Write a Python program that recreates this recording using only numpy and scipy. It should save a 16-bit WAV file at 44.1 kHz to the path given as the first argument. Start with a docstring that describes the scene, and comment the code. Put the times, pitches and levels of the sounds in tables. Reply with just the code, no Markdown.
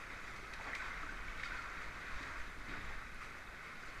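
"""A narrow sea cave, heard from a drifting kayak.
Water laps between the walls: swarms of small bubbles echo off the rock and swell with a wash of foam.
Close by, the paddle splashes, plops and pulls once through the water with a low gurgle.
The camera's waterproof case gives the lapping, splashes and plops a boxy middle and picks up a rumble.
The cave's low drone and a faint hiss lie underneath."""
import sys
import numpy as np
from scipy import signal
from scipy.fft import rfft, irfft, next_fast_len
from scipy.io import wavfile
from scipy.ndimage import uniform_filter1d, map_coordinates

SR = 44100
rng = np.random.default_rng(int(sys.argv[2]) if len(sys.argv) > 2 else 0)


def unload_audio(sound):
    """Save the sound as a 16-bit wav file, at the path given as the first command line argument."""
    columns = np.transpose(np.atleast_2d(sound))
    # keep every value between -1 and 1, then stretch to whole-number steps
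    steps = np.round(np.clip(columns, -1, 1) * 32767)
    wavfile.write(sys.argv[1], SR, steps.astype(np.int16))


N = 176400
TOP_HZ = 15250


def amp(db):
    """Decibels to gain."""
    return 10 ** (np.asarray(db) / 20)


def unit(x):
    """Scale to rms 1."""
    return x / np.sqrt(np.mean(x ** 2) + 1e-20)


def along(points, hz):
    """Interpolate (f/Hz, value) points on a log axis."""
    knot_hz, values = np.transpose(points)
    return np.interp(np.log(hz + 1), np.log(knot_hz + 1), values)


def curve(points):
    """Interpolate (t/s, value) points per sample."""
    return np.interp(np.arange(N) / SR, *np.transpose(points))


def wobble(rate_hz):
    """Smooth curve through random knots."""
    return map_coordinates(rng.standard_normal(1024), [np.arange(N) * rate_hz / SR], mode="wrap")


def filtered(x, response):
    """Apply response(hz) by FFT."""
    size = 2 * next_fast_len(N)
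    return irfft(rfft(x, size) * response(np.fft.rfftfreq(size, 1 / SR)), size)[:N]


def rush(spectrum, patchy_db):
    """Coloured noise, rms 1, with random gain patches in time and frequency."""
    bins = signal.stft(rng.standard_normal(N), nperseg=512)[2]
    patches = uniform_filter1d(rng.standard_normal(bins.shape), size=5, axis=0)
    patches = uniform_filter1d(patches, size=6, axis=1)
    noise = signal.istft(bins * amp(patchy_db * unit(patches)), nperseg=512)[1][:N]
    return unit(filtered(noise, lambda hz: amp(along(spectrum, hz))))


def ring(start_s, hz, db, life_cycles, samples, onset_cycles=2, rise_per_life=0.056):
    """Bubbles ring as damped sines: soft onset, rising pitch, decay to 1/30 in one life."""
    k = np.arange(samples)
    cycles = hz[:, None] * k / SR
    age = cycles / life_cycles[:, None]
    onset = 1 - np.exp(-(cycles / onset_cycles) ** 2)
    envelope = amp(db[:, None]) * np.exp(-np.log(30) * age) * onset
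    waves = envelope * np.sin(2 * np.pi * cycles * (1 + rise_per_life * np.minimum(age, 2) / 2))
    positions = np.abs(start_s[:, None] * SR).astype(int) + k
    return np.bincount(positions.ravel(), waves.ravel(), N)[:N]


def swarm(count, centre_hz, spread_oct, life_cycles, spread_db, samples):
    """Bubbles of random time, pitch, strength and life; rms 1."""
    start_s = rng.uniform(0, N / SR, count)
    pitch, strength, life = rng.standard_normal((count, 3)).T
    hz = np.minimum(centre_hz * 2 ** (spread_oct * pitch), TOP_HZ)
    db = spread_db * np.minimum(strength, 2)
    return unit(ring(start_s, hz, db, life_cycles * np.exp(0.42 * life), samples))


# Cave decay: f/Hz, T60/s
CAVE_T60 = [(150, 1.1), (1500, 1.36), (5000, 1.2), (12000, 0.6)]

def cave_echo(x):
    """Echo off the rock, 10 ms late; each frequency decays at its own rate."""
    hz, t, bins = signal.stft(rng.standard_normal(SR), SR, nperseg=256)
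    decay = np.exp(-np.log(1000) * t / along(CAVE_T60, hz)[:, None])
    tail = signal.istft(bins * decay, SR, nperseg=256)[1]
    return signal.fftconvolve(np.pad(x, (SR // 100, 0)), tail / np.linalg.norm(tail))[:N]


# Envelopes of bubbles + wash (swell) and spray + foam (fizz): t/s, gain/dB
SWELL_GAIN = [(0, -49), (.33, -51.5), (.57, -50.5), (.7, -48), (.9, -47.3), (1.24, -50.8), (1.57, -48.2),
              (1.95, -49.3), (2.1, -48), (2.35, -48.5), (2.53, -53.2), (2.64, -53), (2.74, -48.5),
              (2.9, -49), (3.1, -54.5), (3.25, -53.5), (3.5, -53.7), (3.7, -52), (3.83, -53.3),
              (3.95, -51.8)]
FIZZ_GAIN = [(0, -63.5), (.38, -63.5), (.5, -64.5), (.68, -61.5), (.92, -62.5), (1.2, -64), (1.55, -62.5),
             (1.95, -64), (2.25, -59.5), (2.55, -65.5), (2.78, -63), (3.1, -65.5), (3.55, -67.5),
             (3.95, -64)]
# Wash and foam spectra: f/Hz, gain/dB
WASH_SPECTRUM = [(60, -12), (200, -5.5), (500, -1.5), (1000, -4.5), (2500, -6), (3500, -7), (8000, -34)]
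FOAM_SPECTRUM = [(1000, -39), (2300, -2), (3200, 1), (7000, 6), (10000, -1.5), (15000, -8)]

def lapping(echo_db=-0.5, surge_db=0.5):
    """Water works along the walls: bubbles over wash, fine spray over foam, surging together."""
    surge = surge_db * wobble(rate_hz=20)
    bubbles = swarm(4500, centre_hz=1700.4, spread_oct=0.4154, life_cycles=18, spread_db=4, samples=1600)
    spray = swarm(4000, centre_hz=5974, spread_oct=0.6, life_cycles=9.9, spread_db=5, samples=400)
    body = amp(1.5) * unit(bubbles + amp(echo_db) * cave_echo(bubbles))
    body += amp(3) * rush(WASH_SPECTRUM, patchy_db=1.2)
    fizz = amp(13.5) * unit(spray + amp(echo_db) * cave_echo(spray))
    fizz += amp(18.5) * rush(FOAM_SPECTRUM, patchy_db=2)
    return amp(curve(SWELL_GAIN) + surge) * body + amp(curve(FIZZ_GAIN) + surge) * fizz


# Rumble envelope: t/s, level/dB
RUMBLE_ENVELOPE = [(0, -53), (.55, -51), (.7, -50.5), (1.3, -47.5), (1.75, -51), (2.12, -47.5), (2.5, -50),
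                   (2.75, -49), (2.88, -45.5), (3.2, -53), (3.7, -58), (4, -51)]
# Rumble spectrum: f/Hz, gain/dB
RUMBLE_SPECTRUM = [(5, 3), (12, 0.5), (22, -4), (42, -4), (56, -11), (80, -17.5), (130, -23), (300, -39),
                   (1000, -96)]

def case_rumble():
    """Low, heaving noise picked up by the case."""
    return amp(curve(RUMBLE_ENVELOPE)) * rush(RUMBLE_SPECTRUM, patchy_db=1)


# Drone spectrum: f/Hz, gain/dB
DRONE_SPECTRUM = [(60, 0), (150, 0), (300, -2), (500, -6), (800, -9), (1500, -18.5), (4000, -49)]

def cave_drone(level_db=-60.5):
    """Steady low noise of the cave."""
    return amp(level_db) * rush(DRONE_SPECTRUM, patchy_db=0.5)


# Hiss spectrum: f/Hz, gain/dB
HISS_SPECTRUM = [(100, 10.5), (1000, 5), (5000, 3), (10000, -0.5), (13500, -5.5), (15200, -11)]

def hiss(level_db=-69):
    """Faint broadband floor."""
    return amp(level_db) * rush(HISS_SPECTRUM, patchy_db=1)


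# Splashes, slaps, sloshes: t/s, level/dB, 40 dB fade/s, centre f/Hz
PADDLE_SPLASHES = [(.262, -35.5, .16, 7000), (0.357, -32, 0.086, 6000), (0.534, -23.5, 0.028, 4800),
                   (.585, -44, 0.18, 750), (.655, -37, 0.16, 550), (0.7493, -18, 0.018, 5050),
                   (.756, -31.5, 0.12, 7000), (1.365, -36.5, .1, 4000), (1.394, -31.5, 0.052, 3200),
                   (1.4324, -28, 0.023, 3300), (1.437, -28.5, 0.11, 4440), (1.620, -36, 0.044, 4600),
                   (1.81, -35, .15, 6560), (2.2276, -28, 0.019, 5600), (2.675, -36, 0.27, 2500),
                   (3.2, -39.5, 0.18, 1700), (3.205, -32.5, 0.19, 7900), (3.61, -45.5, 0.37, 2100)]

def paddle_splashes(spread_oct=0.94, rise_share=0.08):
    """Noise bursts where the blade or its drips meet the water."""
    out = np.zeros(N + SR)
    t = np.arange(SR // 2) / SR
    hz = np.fft.rfftfreq(len(t), 1 / SR) + 1
    for start_s, db, fade_s, centre_hz in PADDLE_SPLASHES:
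        band = np.exp(-0.5 * (np.log2(hz / centre_hz) / spread_oct) ** 2)
        burst = unit(irfft(rfft(rng.standard_normal(len(t))) * band))
        rise = 1 - np.exp(-t / (rise_share * fade_s))
        decay = np.exp(-np.log(100) * t / fade_s)
        out[round(start_s * SR):][:len(t)] += amp(db) * burst * rise * decay
    return out[:N]


# Near bubbles: t/s, f/Hz, level/dB, life/cycles
PADDLE_PLOPS = [(0.427, 375, -22.5, 4.8), (0.5364, 3830, -34, 49), (.597, 863, -32, 25),
                (.672, 852, -32, 14), (.675, 250, -33.5, 8.8), (.7322, 1910, -17.5, 7.5),
                (.7368, 1890, -22, 11), (.7418, 2000, -26, 13), (0.752, 2280, -19.5, 10),
                (.7515, 3660, -30, 43), (.752, 4550, -29, 37), (.757, 2130, -33, 35),
                (0.8033, 1493, -34, 44), (.822, 1590, -37, 20), (0.823, 997, -34, 16),
                (0.862, 1300, -32, 11), (.907, 2077, -38, 86), (1.028, 287, -35.5, 23),
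                (1.030, 673, -36, 12), (1.031, 1277, -28.5, 20), (1.0896, 1504, -33.5, 41),
                (1.119, 330, -29, 6.2), (1.282, 2240, -39, 47), (1.3977, 2180, -31, 24),
                (1.4325, 1756, -26.5, 21), (1.4355, 2140, -31, 33), (1.455, 4600, -28.5, 58),
                (1.457, 1365, -32, 36), (1.508, 1450, -30, 14), (1.519, 1504, -27.5, 18),
                (1.5505, 1460, -38, 27), (1.5874, 1346, -31.5, 22), (1.6532, 1364, -37, 38),
                (1.659, 1080, -36.5, 26), (1.814, 1220, -37.5, 41), (2.203, 266, -35, 15.6),
                (2.353, 1360, -36, 26), (2.7365, 1435, -32, 20), (2.907, 817, -32, 15),
                (2.907, 1160, -38, 19), (3.146, 9000, -23, 35), (3.216, 1226, -39.5, 54)]

def paddle_plops():
    """Single bubbles ring close by."""
    return ring(*np.transpose(PADDLE_PLOPS), samples=4000)


# Blade pull: t/s, effort/0-1
STROKE_EFFORT = [(2.655, 0), (2.68, 1), (2.795, 1), (2.87, 0)]
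# Churn spectrum: f/Hz, gain/dB
CHURN_SPECTRUM = [(50, -20), (75, -2), (130, -1), (290, -1), (380, -6), (600, -22), (3000, -70)]

def paddle_stroke(level_db=-55.3):
    """Big bubbles and churn gurgle as the blade pulls through."""
    gulps = swarm(300, centre_hz=220, spread_oct=0.4, life_cycles=6.6, spread_db=0, samples=4000)
    churn = rush(CHURN_SPECTRUM, patchy_db=0.5)
    return amp(level_db) * curve(STROKE_EFFORT) * unit(0.5 * gulps + churn)


# Case transmission: f/Hz, gain/dB
CASE_GAIN = [(60, -8.5), (250, -10.5), (450, -12), (650, -10), (850, -10), (980, -7.5), (1120, -4.5),
             (1530, -2), (1660, -5), (1900, -2), (2130, -2), (2320, -5.5), (2560, -5.5), (2760, -15.5),
             (3450, -16), (4350, -18), (5700, -22.5), (8000, -27), (10000, -34.5), (15000, -40)]
# Narrow treble resonances: f/Hz, half width/Hz, gain/dB
CASE_RESONANCES = [(3770, 70, 5.5), (4660, 37, 5), (6140, 77, 5)]

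def waterproof_case(x):
    """The case's boxy resonances as a minimum-phase filter."""
    def response(hz):
        peaks_db = sum(db / (1 + ((hz - centre_hz) / half_width_hz) ** 2)
                       for centre_hz, half_width_hz, db in CASE_RESONANCES)
        cepstrum = irfft(np.log(amp(along(CASE_GAIN, hz) + peaks_db)))
        causal_fold = np.r_[1, np.full(len(hz) - 2, 2), 1, np.zeros(len(hz) - 2)]
        return np.exp(rfft(cepstrum * causal_fold))
    return filtered(x, response)


def scene():
    """Lapping, splashes and plops through the case, plus stroke, rumble, drone and hiss; mono."""
    splashes, plops = paddle_splashes(), paddle_plops()
    echo = cave_echo(amp(-5) * splashes + amp(-6) * plops)
    water = waterproof_case(lapping() + splashes + plops + echo) + paddle_stroke()
    return (water + case_rumble() + cave_drone() + hiss())[None]


def record(dry):
    """Brick-wall low-pass at TOP_HZ."""
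    return filtered(dry[0], lambda hz: hz < TOP_HZ)[None]


dry = scene()
out = record(dry)
unload_audio(out)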